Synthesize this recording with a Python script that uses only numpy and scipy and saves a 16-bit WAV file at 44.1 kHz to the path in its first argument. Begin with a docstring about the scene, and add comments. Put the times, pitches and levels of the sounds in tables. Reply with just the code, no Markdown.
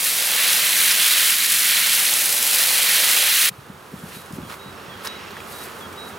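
"""A hose sprays a seedling: impact noise of fine drops hisses, damped bubbles fizz in a puddle and patter on wet soil.
At 3.5 s this cuts abruptly to a quiet corner by a fence, where a murmur of filtered noise and a far drone swell up.
Soft low thuds are someone's steps round a small spruce; then random grains rustle as cloth, needles and soles,
damped tones snap as twigs, and a small bird whistles gliding sines with a scattered tail.
A second bird, much further off, is heard as two narrow bands of noise."""
import sys
import numpy as np
from scipy import signal
from scipy.fft import rfft, irfft, next_fast_len
from scipy.io import wavfile
from scipy.ndimage import map_coordinates

SR = 44100
rng = np.random.default_rng(int(sys.argv[2]) if len(sys.argv) > 2 else 0)


def int16_out(signal):
    """Quantize to a 16-bit WAV file."""
    q = np.round(np.clip(np.atleast_2d(signal).T, -1, 1) * 32767)
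    wavfile.write(sys.argv[1], SR, q.astype(np.int16))


N = 272538
TIME = np.arange(N) / SR   # s
SCENE_CHANGE_S, FADE_S = 3.492, 0.003   # start and time constant of the crossfade

# The wandering spray. Each row: time in seconds, level of the drops' hiss in dB before DROPS_DB,
# aim at the puddle as bubbling against hiss in dB before PUDDLE_FOLLOWS_AIM.
SPRAY = [(0.0, -22.5, -5.5), (0.02, -24, -8), (0.03, -22, -8), (0.08, -20.5, -2.5), (0.09, -23.5, -4),
         (0.42, -21.5, 0), (0.53, -19.5, -2), (0.65, -21, -1), (0.88, -19, -1.5), (0.94, -21.5, -1.5),
         (1.09, -19, -1), (1.15, -20, 0), (1.31, -18, -3), (1.38, -22.5, -1.5), (1.6, -20, -3),
         (1.74, -20, 0), (2.45, -21, -7), (2.5, -20, -3.5), (2.84, -20.5, -0.5), (3.18, -19, -2),
         (3.23, -21, 0), (3.4, -18.5, -1.5), (3.48, -20.5, 0)]
# Patter of the share that falls on bare soil. Each row: time in seconds, level in dB before SOIL_DB.
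SOIL_LEVEL = [(0.03, -42.5), (0.04, -43), (0.4, -39), (1.07, -44.5), (1.19, -42.5), (1.4, -48.5),
              (2.09, -41), (3.25, -38), (3.36, -47), (3.48, -44.5)]
DROPS_DB, PUDDLE_DB, SOIL_DB = 2.5, -0.16, 3   # added to the levels above
PUDDLE_FOLLOWS_AIM = 1.47   # dB of bubbles per dB of aim
# Single fat drops. Each row: start in seconds, bubble level in dB, bubble pitch in Hz,
# splash against the bubble in dB.
FAT_DROPS = [(0.9136, -1, 5360, -16), (1.2304, -5, 3170, -16), (1.5450, -5, 9850, -17),
             (2.1299, -6.5, 3260, -17), (2.1387, -2, 8500, -8), (3.1730, -7, 2610, -10)]
# Filter shapes of the water sounds. Each row: frequency in Hz, relative gain in dB.
HISS = [(760, -39.5), (1300, -9), (2670, -4), (3850, -4.5), (4190, -2.5), (4650, -4), (5670, -3),
        (7220, -3), (11300, 1.5), (12800, -5.5), (15000, -5), (15800, -10)]
PUDDLE = [(590, -37), (1000, -12.5), (1270, -8.5), (1940, 0), (4280, -0.5), (5500, -10.5), (7150, -25),
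          (12100, -120)]
SOIL = [(160, -33), (280, -21), (310, -13.5), (408, -5.5), (486, 0), (1030, -2.5), (1400, -10.5),
        (1820, -21), (3080, -120)]
HOSE_RUMBLE = [(24, -55), (40, -22), (75, -17), (113, -9.5), (216, -1.5), (273, -3), (312, -3), (380, -5),
               (490, -30), (840, -120)]
HOSE_RUMBLE_DB = -47.5
# Stereo width of the spray. Each row: frequency in Hz, side against middle in dB.
SPRAY_WIDTH = [(60, 0), (99, -13), (160, -4), (270, -10.5), (450, -5.5), (740, -11.5), (1220, -10.5),
               (2010, -17), (3330, -10), (5500, -15), (9080, -24), (15000, -80)]
# Stereo balance of the spray. Each row: frequency in Hz, gain of left over right in dB.
SPRAY_BALANCE = [(60, 1), (99, 4), (160, 7.5), (270, 4.5), (450, 1.5), (740, -3), (1220, -2.5),
                 (2010, -1.5), (3330, -3), (5500, 1), (9080, -2), (15000, -14.5)]
# The low splashing reaches the left side later. 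Each row: frequency in Hz, phase lead of the left in radians.
SPRAY_LEAD = [(100, -0.2), (260, -0.96), (520, -0.74), (860, -0.14), (1550, 0.16)]

# Soft footfalls and knocks. Each row: start in seconds, level in dB, pitch in Hz.
THUDS = [(3.512, -35, 171), (3.582, -35, 126), (3.697, -29, 185), (3.937, -24.5, 192), (4.035, -27, 177),
         (4.165, -31.5, 205), (4.305, -33, 235), (4.331, -25.5, 176), (4.383, -22, 258),
         (4.430, -29.5, 190), (4.658, -34, 170), (4.678, -35.5, 115), (4.88, -35, 144), (4.949, -38, 95)]
REBOUND_S, REBOUND_DB = 0.0205, -11   # the sole settles after each thud: delay, level against the thud
SHUFFLE_DB, SHUFFLE_S = -23, 0.042   # the weight shifts: level against the step, time to its peak
# Strokes of cloth as the person moves. Each row: peak time in seconds, rise time constant in seconds, level in dB.
SWISHES = [(4.16, 0.14, -42), (4.36, 0.05, -46.5), (4.53, 0.061, -42), (5.06, 0.015, -32.5),
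           (5.53, 0.065, -43), (5.64, 0.11, -38.5), (5.81, 0.07, -47), (6.0, 0.017, -47.5),
           (6.09, 0.035, -45)]
# A sleeve brushes through the needles. Each row: peak time in seconds, rise time constant in seconds, level in dB.
BRUSHES = [(4.13, 0.074, -42.5), (5.14, 0.35, -41), (5.64, 0.16, -44.5)]
SWISH_FALL, BRUSH_FALL = 0.52, 1.13   # fall time as a share of the rise
CLOTH_REST_DB, NEEDLES_REST_DB = -58, -54.5   # faint stirring between strokes
# Shoe scuffs. Each row: start in seconds, attack in seconds, time from start to release in seconds, level in dB.
SCUFFS = [(4.48, 0.02, 0.058, -36.5), (5.042, 0.004, 0.027, -29.5)]
SCUFF_RELEASE_S = 0.012
# Twigs and grit snapping. Each row: start in seconds, tone level in dB, pitch in Hz, crack against the tone in dB.
SNAPS = [(4.260, -28, 10500, -14), (4.324, -33, 8500, -6), (5.0728, -13.5, 5160, -13.5),
         (5.3074, -28, 4200, -12), (5.3683, -21, 1770, -25), (5.372, -28, 1890, -22),
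         (5.4037, -25, 2490, -15), (5.928, -34, 9000, -5)]
# Filter shapes of the rustling. Each row: frequency in Hz, relative gain in dB.
CLOTH = [(2590, -14), (4400, -2), (4690, -4), (6640, -4), (11300, 0), (15100, -5.5), (15800, -16)]
NEEDLES = [(760, -28), (1300, 0.5), (1440, -1), (1770, 2.5), (2250, 0.5), (2740, 0.5), (7000, -14.5),
           (9100, -52), (15400, -120)]
SCUFF = [(240, -40), (400, -1.5), (812, -6), (1010, 2), (1390, -0.5), (2140, -6), (3550, -8.5),
         (4080, -9.5), (10800, -25), (15800, -21)]

# The bird repeats a falling low note, a high note and a weak afternote. Each row: start of the high note in seconds,
# high note level in dB, low note level in dB, afternote level in dB.
BIRD_CALLS = [(4.143, -49, -58, -57), (4.596, -47.5, -54, -50), (5.064, -38, -46, -47),
              (5.526, -47, -51.5, -46), (5.975, -40, -45, -45.5)]
HIGH_HZ, AFTER_HZ, LOW_HZ = 3875, 3905, 3270   # held pitches
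HIGH_S, AFTER_S, LOW_S = 0.066, 0.05, 0.06   # note lengths
AFTER_LAG_S, LOW_LEAD_S = 0.0637, 0.17   # timing against the high note
ONSET_HZ, ONSET_PULL = 3770, 0.6   # each note starts pulled this share of the way towards one pitch
BIRD_LAG_S = 0.000045   # the song reaches the right side later
# The far bird, blurred by echoes. Each row: start in seconds, length in seconds, level in dB before its octave.
FAR_BIRD = [(4.76, 0.13, -55), (5.08, 0.24, -51.5)]
FAR_BIRD_HZ, FAR_OCTAVE_DB = 2730, -6   # pitch, level of the octave against it
# A far engine's drone, before the murmur's swell. Each row: centre in Hz, bandwidth in Hz, level in dB.
DRONE = [(86, 5, -52.5), (208, 20, -50), (410, 51, -55.5)]
# Filter shape of the murmur. Each row: frequency in Hz, relative gain in dB.
MURMUR = [(24, -36), (40, -23), (75, -4.5), (209, 0), (327, -2.5), (400, 2.5), (676, -3.5), (1290, 0),
          (2190, -12), (2740, -12.5), (3030, -14), (3350, -13.5), (4520, -18.5), (5390, -19.5),
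          (15800, -25)]
MURMUR_DB = -35.0   # once settled
MURMUR_START_DB, MURMUR_SETTLE_S = -10.5, 1.52   # start against the settled level, time constant
# Stereo width of the quiet corner. Each row: frequency in Hz, side against middle in dB.
GARDEN_WIDTH = [(60, -6), (110, -12), (200, -7.5), (380, -8.5), (700, -9.5), (1290, -6), (2380, -7),
                (4400, -5.5), (8120, -22), (15000, -24)]
# Stereo balance of the quiet corner. Each row: frequency in Hz, gain of left over right in dB.
GARDEN_BALANCE = [(60, -1), (110, 1), (200, 1), (380, -1.5), (700, -4.5), (1290, -5), (2380, -1.5),
                  (4400, -0.5), (8120, 0), (15000, 4)]

MERGE_HZ, CUTOFF_HZ = 6900, 15850   # stereo difference and whole sound end here
PEAK_LIMIT = 1.1   # ceiling of the rounded peaks


def hose():
    """Superposition: the spray wanders between puddle and soil, and one flutter modulates hiss and bubbles together."""
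    drops_db, aim_db = in_time(SPRAY)
    soil_db, = in_time(SOIL_LEVEL)
    puddle_db = drops_db + PUDDLE_FOLLOWS_AIM * aim_db
    flutter = drift(45)
    drops = [fine_drops(per_s=7000, size_db=3.0, decay_s=0.00078, burst_db=2.5, steady_db=-4.5)
             for _ in range(2)]
    hiss = spread(drops, HISS, SPRAY_WIDTH)
    # most bubbles burst at once, a few ring on as tiny plinks
    fizz = [bubbles(per_s=8000, size_db=2.5, low_hz=877, high_hz=7270, cycles=7.8) for _ in range(2)]
    plinks = [bubbles(per_s=450, size_db=2.0, low_hz=1080, high_hz=4200, cycles=50, count=40)
              for _ in range(2)]
    puddle = spread(np.array(fizz) + from_db(-9.5) * np.array(plinks), PUDDLE, SPRAY_WIDTH)
    patter = [bubbles(per_s=1800, size_db=2.0, low_hz=255, high_hz=1636, cycles=13.5) for _ in range(2)]
    soil = spread(patter, SOIL, SPRAY_WIDTH)
    rumble = from_db(HOSE_RUMBLE_DB) * spread(rng.standard_normal((2, N)), HOSE_RUMBLE, SPRAY_WIDTH)

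    water = hiss * from_db(drops_db + DROPS_DB + 0.28 * flutter)
    water += puddle * from_db(puddle_db + PUDDLE_DB + 0.62 * flutter + 0.11 * drift(60))
    water += soil * from_db(soil_db + SOIL_DB + 0.14 * flutter)
    water += pings(FAT_DROPS, cycles=18, crack_s=.001)
    # drops are too small for bass
    water = signal.sosfilt(signal.butter(2, 250, "high", fs=SR, output="sos"), water)
    return turned(placed(water + rumble, SPRAY_BALANCE), SPRAY_LEAD)


def fine_drops(per_s, size_db, decay_s, burst_db, steady_db):
    """Impact noise: each drop ticks, with a short burst of noise that rises and falls; steady noise fills in beneath."""
    ticks = grains(per_s, size_db)
    r = np.exp(-1 / (decay_s * SR))
    burst_power = np.abs(signal.lfilter([1], [1, -2 * r, r * r], ticks ** 2))
    bursts = np.sqrt(burst_power) * rng.standard_normal(N)
    steady = rng.standard_normal(N)
    return rms_one(rms_one(ticks) + from_db(burst_db) * rms_one(bursts) + from_db(steady_db) * steady)


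def bubbles(per_s, size_db, low_hz, high_hz, cycles, count=28):
    """Damped resonance: trapped bubbles of many sizes each ring for a few cycles, weighted by pitch."""
    born = grains(per_s, size_db)
    dealt = rng.integers(0, count, N)   # which size each bubble has
    pitches = np.geomspace(low_hz, high_hz, count)
    return rms_one(sum(hz * ring(born * (dealt == k), hz, cycles / hz) for k, hz in enumerate(pitches)))


def footfalls(swell_cycles, grit_db, grit_s):
    """Heavy damping: soft ground answers a step with a few low cycles and a weak rebound, in a crunch and shuffle."""
    out = np.zeros(N)
    crunch = band_noise(80, 380)
    shuffle = band_noise(70, 220)
    for s, db, hz in THUDS:
        thud, rebound = (swell(at, swell_cycles / hz) * np.sin(2 * np.pi * hz * (TIME - at))
                         for at in (s, s + REBOUND_S))
        ground = from_db(grit_db) * crunch * swell(s - grit_s, grit_s)
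        ground += from_db(SHUFFLE_DB) * shuffle * swell(s, SHUFFLE_S)
        out += from_db(db) * (thud + from_db(REBOUND_DB) * rebound + ground)
    return out


def clothes():
    """Friction noise: dense fibre impacts swish with each stroke of the cloth."""
    swishing = np.hypot(strokes(SWISHES, SWISH_FALL), from_db(CLOTH_REST_DB)) * from_db(0.9 * drift(50))
    return swishing * rustle(11000, 3.0, CLOTH)


def needles():
    """Sparse impacts: needles crackle one by one as the sleeve brushes them."""
    brushing = np.hypot(strokes(BRUSHES, BRUSH_FALL), from_db(NEEDLES_REST_DB))
    return brushing * rustle(3500, 2.5, NEEDLES)


def scuffs():
    """Sliding friction: grains sound under the pressure of a sole, which trembles quickly."""
    pressure = np.zeros(N)
    for s, attack, length, db in SCUFFS:
        release = np.exp(-np.maximum(TIME - s - length, 0) / SCUFF_RELEASE_S)
        pressure += from_db(db) * np.clip((TIME - s) / attack, 0, 1) * release
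    return pressure * from_db(2.1 * drift(270)) * rustle(7000, 2.0, SCUFF)


def bird(slide_s, waver_hz, echo_db, echo_s):
    """Frequency glide: thin whistles slide on to a held pitch, with a tail scattered by fences and trees."""
    song = np.zeros(N)
    waver = waver_hz * drift(120)
    for call_s, high_db, low_db, after_db in BIRD_CALLS:
        notes = [(call_s - LOW_LEAD_S, LOW_S, LOW_HZ, low_db),
                 (call_s, HIGH_S, HIGH_HZ, high_db),
                 (call_s + AFTER_LAG_S, AFTER_S, AFTER_HZ, after_db)]
        for s, length, held_hz, db in notes:
            slide = np.exp(-np.maximum(TIME - s, 0) / slide_s)
            hz = held_hz + ONSET_PULL * (ONSET_HZ - held_hz) * slide + waver
            whistle = np.sqrt(2) * np.sin(2 * np.pi * np.cumsum(hz) / SR)
            song += from_db(db) * burst(s, length, edge=0.01) * whistle
    tail = rng.standard_normal((2, SR // 2)) * np.exp(-TIME[:SR // 2] / echo_s)
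    echoes = signal.fftconvolve(song[None], tail / np.linalg.norm(tail[0]), axes=1)[:, :N]
    return np.array([song, np.interp(TIME - BIRD_LAG_S, TIME, song)]) + from_db(echo_db) * echoes


def far_bird(width_hz):
    """Multipath smearing: distance blurs each whistle and its octave into narrow bands."""
    tone, octave = (drift(width_hz) * np.sqrt(2) * np.sin(2 * np.pi * k * FAR_BIRD_HZ * TIME) for k in (1, 2))
    calls = sum(from_db(db) * burst(s, length, edge=0.037) for s, length, db in FAR_BIRD)
    return (tone + from_db(FAR_OCTAVE_DB) * octave) * calls


def drone():
    """Resonance: noise drives a few narrow modes, as of a far engine."""
    return sum(from_db(db) * rms_one(ring(rng.standard_normal(N), hz, np.log(1000) / (np.pi * width)))
               for hz, width, db in DRONE)


def murmur():
    """Sum of many distant sources: Gaussian noise with a fixed spectrum."""
    return from_db(MURMUR_DB) * spread(rng.standard_normal((2, N)), MURMUR, GARDEN_WIDTH)


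def garden():
    """Superposition: a moving person and two birds over a murmur and drone that swell together."""
    person = footfalls(swell_cycles=0.88, grit_db=-19, grit_s=0.032) + clothes() + needles() + scuffs()
    person += pings(SNAPS, cycles=20, crack_s=0.0072)
    song = bird(slide_s=.015, waver_hz=15, echo_db=-10, echo_s=.09) + far_bird(width_hz=400)
    settling = np.exp(-np.maximum(TIME - SCENE_CHANGE_S, 0) / MURMUR_SETTLE_S)
    background = from_db(MURMUR_START_DB * settling) * (murmur() + drone())
    return placed(person + song + background, GARDEN_BALANCE)


def pings(rows, cycles, crack_s):
    """Damped oscillation: short decaying tones, each with a bright crack of noise at its start."""
    out = np.zeros(N)
    band = signal.butter(2, [1500, 12000], "band", fs=SR, output="sos")
    bright = signal.sosfilt(band, rng.standard_normal(N))
    for s, db, hz, crack_db in rows:
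        age = np.maximum(TIME - s, 0)
        tone = np.sin(2 * np.pi * hz * age) * np.exp(-np.log(1000) * age * hz / cycles)   # -60 dB after `cycles`
        crack = from_db(crack_db) * bright * np.exp(-age / crack_s) * (age > 0)
        out += from_db(db) * (tone + crack)
    return out


def ring(clicks, hz, t60):
    """Two-pole resonator: a unit click sets a sine of about height 1 ringing, down 60 dB after t60 seconds."""
    r = from_db(-60 / (t60 * SR))
    w = 2 * np.pi * hz / SR
    return signal.lfilter([0, np.sin(w)], [1, -2 * r * np.cos(w), r * r], clicks + 1e-18)


def grains(per_s, size_db):
    """Poisson impacts: many small, a few large."""
    sizes = from_db(size_db * np.minimum(rng.exponential(1, N), 6))
    return sizes * rng.choice([-1, 1], N) * (rng.random(N) < per_s / SR)


def rustle(per_s, size_db, spectrum):
    """Granular noise: independent impacts in middle and sides, coloured."""
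    return spread([grains(per_s, size_db) for _ in range(2)], spectrum, GARDEN_WIDTH)


def band_noise(low_hz, high_hz):
    """Band-limited noise of rms 1."""
    band = signal.butter(2, [low_hz, high_hz], "band", fs=SR, output="sos")
    return rms_one(signal.sosfilt(band, rng.standard_normal(N)))


def strokes(rows, fall):
    """Incoherent addition: each stroke grows up to its peak, then dies away; their powers add."""
    power = np.zeros(N)
    for s, rise, db in rows:
        distance = np.maximum(s - TIME, (TIME - s) / fall) / rise
        power += (from_db(db) * np.exp(-distance)) ** 2
    return np.sqrt(power)


def swell(s, rise):
    """Critically damped envelope: a smooth rise to 1 after `rise` seconds, and a slower fall."""
    age = np.maximum(TIME - s, 0) / rise
    return age ** 2 * np.exp(2 - 2 * age)


def burst(s, length, edge):
    """Gating: a window with soft edges."""
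    return np.clip((TIME - s) / edge + .5, 0, 1) * np.clip((s + length - TIME) / edge + .5, 0, 1)


def drift(rate):
    """Band-limited chance: a smooth curve of rms 1 that changes about `rate` times a second."""
    knots = rng.standard_normal(N // 40)
    return rms_one(map_coordinates(knots, [TIME * rate + 2], order=3, mode="wrap"))


def in_time(rows):
    """Linear interpolation: each column of a curve at every sample."""
    s, *columns = np.transpose(rows)
    return [np.interp(TIME, s, c) for c in columns]


def coloured(x, spectrum):
    """Minimum-phase filtering: the folded cepstrum gives a causal filter with the given (Hz, dB) shape."""
    size = 2 * next_fast_len(N // 2 + SR // 4)
    hz, db = np.transpose(spectrum)
    shape = np.interp(np.log(np.arange(size // 2 + 1) * SR / size + 1), np.log(hz), db)
    cepstrum = irfft(np.log(from_db(shape)))
    cepstrum[1:size // 2] *= 2
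    cepstrum[size // 2 + 1:] = 0
    return irfft(rfft(x, size) * np.exp(rfft(cepstrum)))[..., :N]


def spread(pair, spectrum, width):
    """Decorrelation: two unrelated signals become middle and sides of one coloured stereo sound of rms 1."""
    mid, side = coloured(np.array(pair), spectrum)
    return rms_one(mid + coloured(side, width) * [[1], [-1]])


def placed(x, balance):
    """Level difference: lean a stereo sound to one side, band by band."""
    return np.array([coloured(channel, [(hz, sign * db / 2) for hz, db in balance])
                     for channel, sign in zip(x, (1, -1))])


def turned(x, lead):
    """Phase difference: shift the two sides against each other, band by band."""
    hz, radians = np.transpose(lead)
    size = 2 * next_fast_len(N // 2 + SR // 8)
    angle = np.interp(np.arange(size // 2 + 1) * SR / size, hz, radians)
    return irfft(rfft(x, size) * np.exp(.5j * angle * [[1], [-1]]))[:, :N]


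def from_db(db):
    """Logarithmic level: decibels to gain."""
    return 10 ** (np.asarray(db) / 20)


def rms_one(x):
    """Normalisation: scale to rms 1."""
    return x / np.sqrt(np.mean(x ** 2) + 1e-20)


def scene():
    """Crossfade: an abrupt cut from the hose to the quiet corner, softened over a few milliseconds."""
    before = np.exp(-np.maximum(TIME - SCENE_CHANGE_S, 0) / FADE_S)
    return before * hose() + (1 - before) * garden()


def record(dry):
    """Reception: deepest bass is lost, treble merges to mono, peaks are rounded and the top is cut steeply."""
    left, right = signal.sosfilt(signal.butter(2, 30, "high", fs=SR, output="sos"), dry)
    mid = (left + right) / 2
    side = signal.sosfiltfilt(signal.butter(3, MERGE_HZ, fs=SR, output="sos"), (left - right) / 2)
    rounded = PEAK_LIMIT * np.tanh((mid + side * [[1], [-1]]) / PEAK_LIMIT)
    return signal.sosfilt(signal.ellip(12, .1, 90, CUTOFF_HZ, fs=SR, output="sos"), rounded)


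dry = scene()
out = record(dry)
int16_out(out)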